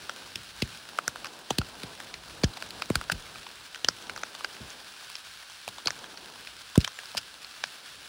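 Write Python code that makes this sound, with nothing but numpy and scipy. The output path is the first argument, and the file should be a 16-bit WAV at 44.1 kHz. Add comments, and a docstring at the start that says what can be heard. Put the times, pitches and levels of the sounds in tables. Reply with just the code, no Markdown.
"""Steady rain in a conifer forest.

Distant rain hisses, a far bird peeps once. Small drops patter on leaves; near drops tap and splash.
The heaviest shake a thin sheet with a thump that falls in pitch. Heard by a one-microphone phone
beside the sheet; low background noise rises and dips as its wind filter opens and closes."""
import sys
import numpy as np
from scipy import signal
from scipy.fft import rfft, irfft
from scipy.io import wavfile
from scipy.ndimage import uniform_filter1d

SR = 44100
rng = np.random.default_rng(int(sys.argv[2]) if len(sys.argv) > 2 else 0)


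def log_audio(samples):
    """Write samples as a 16-bit WAV file to the path given in sys.argv[1]."""
    # one column per channel
    frames = np.atleast_2d(samples).T
    # limit to full scale, then quantise
    limited = np.clip(frames, -1, 1)
    pcm = np.round(limited * 32767).astype(np.int16)
    wavfile.write(sys.argv[1], SR, pcm)


N = 356328

# Far rain spectrum: freq_hz, density_db
HISS_SPECTRUM = [(200, -44), (500, -18.5), (1000, -13.5), (1570, -4), (1940, -12), (2670, -8), (4180, -7.5),
                 (5400, -11.5), (6550, -17.5), (10800, -17.5), (12000, -20.5), (13700, -21), (15700, -21),
                 (16100, -40)]
# Deep rumble spectrum: freq_hz, density_db
RUMBLE_SPECTRUM = [(20, -38), (45, 1), (90, -1.5), (160, -5.5), (400, -25), (3000, -65)]
# Low noise floor spectrum: freq_hz, density_db
FLOOR_SPECTRUM = [(60, -26.5), (160, -1), (300, 0.5), (600, -0.5), (1000, 0), (2000, -19.5), (6000, -81)]
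# Low noise let through by the phone's wind filter: time_s, rumble_db, floor_db
WIND_FILTER_LEVELS = [(0.0, -62.5, -52.5), (0.58, -61, -60), (1.22, -67.5, -51.5), (1.51, -68, -58),
                      (1.75, -60.5, -53.5), (2.54, -52, -52.5), (3.3, -61.5, -54), (3.55, -69, -59.5),
                      (3.8, -66, -60.5), (4.0, -60, -51.5), (4.79, -68, -56.5), (5.05, -68.5, -62.5),
                      (5.65, -68.5, -67.5), (5.95, -65, -54.5), (6.3, -69.5, -52), (6.6, -62.5, -65.5),
                      (7.43, -71, -61.5), (8.08, -68, -60.5)]
# Spray spectrum of a bursting drop: freq_hz, density_db
SPRAY_SPECTRUM = [(5000, -6), (7000, -1.5), (10800, -3), (12000, -1), (13700, -2.5), (15500, -10),
                  (16200, -32)]
# Near drops on leaves: snap_s, low_hz, high_hz, low_db, mid_db, high_db, spray_db, spread_ms
LEAF_DROPS = [(0.0958, 1260, 5600, -32.5, -39, -42, -48, 1.46),
              (0.358, 1570, 5340, -60, -34.5, -37.5, -39, 1.7),
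              (0.6227, 1960, 4600, -50, -28, -29.5, -36, 2.3),
              (0.9881, 1320, 4660, -23, -36.5, -45, -39.5, 1.04),
              (1.0798, 1480, 5830, -27.5, -46, -29.5, -29, 1.23),
              (1.1593, 1170, 4050, -39, -47, -55, -47, 1.5), (1.2462, 1260, 4050, -39, -40, -43, -45, 1),
              (1.2575, 1660, 5030, -39, -47, -44, -54, 3), (1.2696, 1400, 5200, -45, -47, -44, -53, 2.8),
              (1.5068, 854, 6100, -25, -29, -35, -36, 2.5),
              (1.5856, 1660, 4420, -41, -31.5, -25.5, -29, 1.33),
              (1.6163, 1350, 4600, -34.5, -43, -45, -60, 2.8),
              (1.8344, 1510, 4120, -43.5, -54, -39.5, -45, 2.3),
              (2.0025, 1470, 6100, -40, -46, -57, -49.5, 1.9),
              (2.1416, 1830, 4000, -44, -38.5, -40, -60, 1.5),
              (2.4369, 690, 4540, -32.5, -34, -29.5, -40, 2.1),
              (2.4432, 1600, 5240, -32.5, -32.5, -28, -40, 2.4),
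              (2.5372, 1420, 4030, -53, -60, -45.5, -54, 5.3),
              (2.5719, 710, 4170, -40.5, -49, -41.5, -50, 4.6),
              (2.6247, 1490, 4320, -36, -41, -40.5, -48, 0.92),
              (2.707, 1400, 4170, -59, -46, -41.5, -45, 1.3),
              (2.822, 1370, 4230, -32, -32.5, -33, -43, 1.15),
              (2.9022, 930, 3740, -34.5, -39, -53, -38.5, 1.3),
              (2.9565, 1500, 4260, -25.5, -32, -28, -28, 1.44), (3.0134, 1400, 4500, -35, -47, -47, -46, 1),
              (3.0995, 1570, 4640, -24, -39, -38.5, -46, 1.2),
              (3.1202, 1580, 4830, -32, -32, -31.5, -31.5, 3.4),
              (3.3581, 1310, 4400, -43.5, -46.5, -57, -60, 1.7),
              (3.467, 1050, 5000, -44.5, -44, -57, -60, 2.8),
              (3.7472, 1580, 4640, -51, -39.5, -53, -52, 0.91),
              (3.7595, 1580, 6050, -42, -47, -49, -63, 1.4),
              (3.847, 1700, 5470, -35, -24.5, -34, -38, 0.94),
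              (3.887, 1390, 5210, -23.5, -42, -19, -34.5, 1.05),
              (4.0971, 1480, 3900, -34.5, -37, -45, -47, 1.2),
              (4.1627, 1610, 5880, -39, -55, -44, -53, 1.7),
              (4.1775, 1320, 4160, -41.5, -53, -44, -49, 0.84),
              (4.2349, 1460, 6170, -30.5, -42, -39, -52, 1.14),
              (4.3512, 1160, 3950, -45, -55, -41, -51, 1.7), (4.409, 1170, 5000, -41, -48, -53, -60, 0.79),
              (4.4467, 1540, 4500, -29, -33.5, -33.5, -47, 1.3),
              (4.7042, 970, 6160, -62, -62, -46, -62, 0.7), (5.101, 1140, 4500, -49, -51, -49, -46.5, 0.88),
              (5.155, 1590, 4970, -48, -40, -38, -53, 1.34),
              (5.6792, 820, 4200, -40.5, -38.5, -48, -39.5, 1.04),
              (5.6884, 910, 3970, -46, -55, -40.5, -43, 2.3),
              (5.784, 1160, 6300, -43.5, -44.5, -53, -56, 2.5),
              (5.8587, 700, 4060, -49, -45, -33, -41.5, 2.1),
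              (5.873, 1500, 4470, -32.5, -29, -23, -53, 1.3), (5.881, 1130, 4280, -33, -38, -34, -45, 4.1),
              (5.9062, 1560, 5600, -33.5, -48, -35, -60, 0.95),
              (6.0429, 1800, 5270, -44, -44.5, -58, -68, 1), (6.1745, 1460, 4600, -50, -52, -43, -62, 1.6),
              (6.4733, 1610, 4300, -47, -43, -43, -60, 1.2), (6.7577, 1220, 6000, -33.5, -36, -47, -41, 3),
              (6.7783, 690, 4900, -48, -43, -50, -31, 0.7), (6.806, 1530, 4800, -54, -45, -41, -42, 1.4),
              (6.8144, 1790, 4500, -52, -48, -38, -51, 3.3),
              (6.8471, 1570, 5250, -34.5, -27.5, -35.5, -38, 1.9),
              (6.8775, 1200, 5700, -34.5, -40, -37.5, -60, 1.55),
              (6.9895, 1660, 4900, -41, -42, -54, -49, 2.5),
              (7.0576, 1510, 4700, -62, -56, -45.5, -54, 0.5),
              (7.15, 650, 4500, -36.5, -53, -56, -49, 1.03), (7.1722, 1640, 4670, -42, -37, -33, -37, 3.3),
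              (7.1784, 1500, 5020, -36.5, -30.5, -28.5, -35, 7.1),
              (7.447, 1230, 4120, -60, -62, -42, -60, 2), (7.6395, 1580, 4600, -29.5, -33.5, -33, -52, 1.3)]
# Heavy drops on the sheet, before its lowpass: start_s, peak_db, start_hz, cycles_per_efold, decay_ms
SHEET_DROPS = [(0.356, -44.5, 1070, 3.29, 15), (0.6222, -20.5, 1380, 1.32, 9.9), (1.079, -41, 1660, 1.2, 5),
               (1.5071, -20, 1540, 1.3, 3.5), (1.5846, -20.5, 980, 1.54, 13.3),
               (1.8355, -33, 860, 1.46, 6.5), (2.4365, -14, 1060, 1.46, 13.4),
               (2.9032, -14.5, 935, 1.27, 5.6), (2.9572, -28, 473, 1.17, 19), (3.1175, -34, 347, 2.4, 46),
               (3.845, -27, 2200, 1, 2.0), (3.8873, -26.5, 1210, 0.77, 2.3), (4.6012, -43, 893, 3.44, 33.6),
               (5.677, -30, 2110, 2.06, 2.1), (5.86, -28.5, 2120, 1.5, 3.6), (6.7769, -4.5, 533, 1.05, 6.7),
               (7.15, -45, 1210, 1.24, 12), (7.6378, -42, 1650, 1.9, 1.5)]

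LEAD_MS = 8  # lead-in before the snap


def undb(db):
    """Decibels to amplitude."""
    return 10 ** (np.asarray(db) / 20)


def unit(x):
    """Scale to unit RMS."""
    return x / np.sqrt(np.mean(x ** 2))


def colour(x, spectrum, size=2048):
    """Minimum-phase filter through (freq_hz, gain_db) points, by cepstral folding."""
    hz, db = np.transpose(spectrum)
    bins_hz = np.maximum(np.fft.rfftfreq(size, 1 / SR), 1)
    gain = undb(np.interp(np.log(bins_hz), np.log(hz), db))
    cepstrum = irfft(np.log(gain))
    cepstrum[1:size // 2] *= 2
    cepstrum[size // 2 + 1:] = 0
    impulse = irfft(np.exp(rfft(cepstrum)))
    return signal.fftconvolve(x, impulse)[:len(x)]


def ring(x, hz, *widths_hz):
    """Damped resonances at one pitch, in series, one per width."""
    for width_hz in widths_hz:
        x = signal.lfilter(*signal.iirpeak(min(hz, .4 * SR), hz / width_hz, fs=SR), x)
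    return x


def walk(rate_hz):
    """Random steps, smoothed twice; unit RMS."""
    hold = int(SR / rate_hz)
    steps = np.repeat(rng.standard_normal(N // hold + 1), hold)
    return unit(uniform_filter1d(uniform_filter1d(steps, hold), hold)[:N])


def add(out, start_s, sound):
    """Mix sound into out."""
    i = int(start_s * SR)
    out[i:i + len(sound)] += sound[:max(len(out) - i, 0)]


def far_rain(level_db=-48):
    """Countless far drops blend into a fine-grained hiss."""
    drops = rng.standard_normal(N) * undb(2.53 * rng.exponential(size=N))
    flicker_db = .5 * walk(1.1) + 1.1 * walk(43)
    return undb(level_db + flicker_db) * unit(colour(drops, HISS_SPECTRUM))


def low_noise():
    """Low background noise rises and dips as the phone's wind filter opens and closes at set times."""
    time_s, *levels_db = np.transpose(WIND_FILTER_LEVELS)
    rumble_db, floor_db = (np.interp(np.arange(N) / SR, time_s, db) for db in levels_db)
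    rumble = unit(colour(rng.standard_normal(N), RUMBLE_SPECTRUM)) * undb(rumble_db + 3.7 * walk(14))
    floor = unit(colour(rng.standard_normal(N), FLOOR_SPECTRUM)) * undb(floor_db + 1.6 * walk(15))
    return rumble + floor


def far_bird(end_s=6.995, length_s=.067, start_hz=7480, sag_hz_per_s=6000, swell_db_per_s=120):
    """One faint, thin peep that swells as its pitch sags."""
    out = np.zeros(N)
    t = np.arange(int(length_s * SR)) / SR
    envelope = undb(-52 + swell_db_per_s * (t - length_s)) * signal.windows.tukey(len(t), .2)
    cycles = (start_hz - sag_hz_per_s * t / 2) * t
    add(out, end_s - length_s, envelope * np.sin(2 * np.pi * cycles))
    return out


def leaf_tap(low_hz, mid_hz, high_hz, levels_db, spread_ms):
    """A drop snaps, spreads and drains; the tap rings at three pitches and spray hisses."""
    ms = np.arange(int(.04 * SR)) / SR * 1000 - LEAD_MS
    lead_in = 1.18 * np.exp(ms / (.35 + .45 * spread_ms))  # smear of noise rising into the snap
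    spread = np.exp(-np.abs(ms) / (.79 * spread_ms))
    drain = undb(-18) * np.exp(-np.abs(ms) / 8)
    drive = rng.standard_normal((4, len(ms))) * np.where(ms < 0, lead_in, spread + drain)
    drive[:, int(LEAD_MS * SR / 1000)] = 9.7 / spread_ms ** 1.33  # snap: harder with less spread
    low_ring = unit(ring(drive[0], low_hz, 313, 1970))  # mostly the phone's own resonance
    leaf_body = unit(ring(ring(drive[0], 590, 330), 620, 930))
    low = low_ring - undb(-12.5) * leaf_body
    mid = ring(drive[1], mid_hz, 530, 2900)
    high = ring(drive[2], high_hz, 840, 4300, 6000)
    spray = colour(drive[3], SPRAY_SPECTRUM)
    # .5: levels refer to 10 ms, the tap lasts 40 ms
    return sum(.5 * unit(x) * undb(db) for x, db in zip((low, mid, high, spray), levels_db))


def patter(count=240):
    """Small drops, mostly faint, each on a different leaf."""
    out = np.zeros(N)
    for when, size, spread, low, mid, high, *band_draws in rng.random((count, 10)):
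        size_db = -1.75 * np.log(1 - .9 * size)
        levels_db = np.array([-64, -63.5, -66, -64.5]) + size_db + 10.5 * np.array(band_draws)
        rings_hz = 900 + 900 * low, 2200 + 1600 * mid, 4000 + 2200 * high
        add(out, when * N / SR, leaf_tap(*rings_hz, levels_db, spread_ms=.58 + 3 * spread))
    return out


def near_drops(mid_ratio=.57):
    """Distinct drops strike nearby leaves."""
    out = np.zeros(N)
    for snap_s, low_hz, high_hz, *levels_db, spread_ms in LEAF_DROPS:
        tap = leaf_tap(low_hz, mid_ratio * high_hz, high_hz, levels_db, spread_ms)
        add(out, snap_s - LEAD_MS / 1000 - .0003, tap)
    return out


def sheet_thumps(rise_ratio=.28, lowpass_hz=800):
    """Fast waves on the thin sheet arrive first, so pitch falls as 1/t; a rough wobble lingers."""
    out = np.zeros(N)
    ms = np.arange(int(.25 * SR)) / SR * 1000
    for start_s, peak_db, start_hz, cycles_per_efold, decay_ms in SHEET_DROPS:
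        cycles = cycles_per_efold * np.log1p(ms / 1000 * start_hz / cycles_per_efold)
        envelope = (1 - np.exp(-ms / (rise_ratio * decay_ms))) * np.exp(-ms / decay_ms)
        thump = -undb(peak_db) * np.sin(2 * np.pi * cycles) * envelope / envelope.max()
        wobble = unit(ring(rng.standard_normal(len(ms)), 100, 120, 240))
        swell = (1 - np.exp(-ms / 5.1)) ** 2 * np.exp(-ms / 27.3)
        wobble_db = -45.5 + .37 * peak_db + 13 * np.log10(decay_ms)
        add(out, start_s, thump + undb(wobble_db) * wobble * swell / swell.max())
    return signal.sosfilt(signal.butter(3, lowpass_hz, fs=SR, output="sos"), out)


def scene():
    """All sources, in two channels that differ by a trace."""
    mix = far_rain() + low_noise() + patter() + near_drops() + sheet_thumps() + far_bird()
    side = undb(-50) * ring(np.roll(mix, 40), 1700, 13000) * walk(300)
    return np.array([mix + side, mix - side])


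def record(dry, notch_hz=12750, highpass_hz=45, lowpass_hz=16400):
    """The microphone port cancels one band; the phone trims the deep bass and cuts the top."""
    for q in (5, 8, 14):
        dry = signal.lfilter(*signal.iirnotch(notch_hz, q, fs=SR), dry)
    dry = signal.sosfilt(signal.butter(2, highpass_hz, "highpass", fs=SR, output="sos"), dry)
    return signal.sosfilt(signal.ellip(8, .2, 70, lowpass_hz, fs=SR, output="sos"), dry)


dry = scene()
out = record(dry)
log_audio(out)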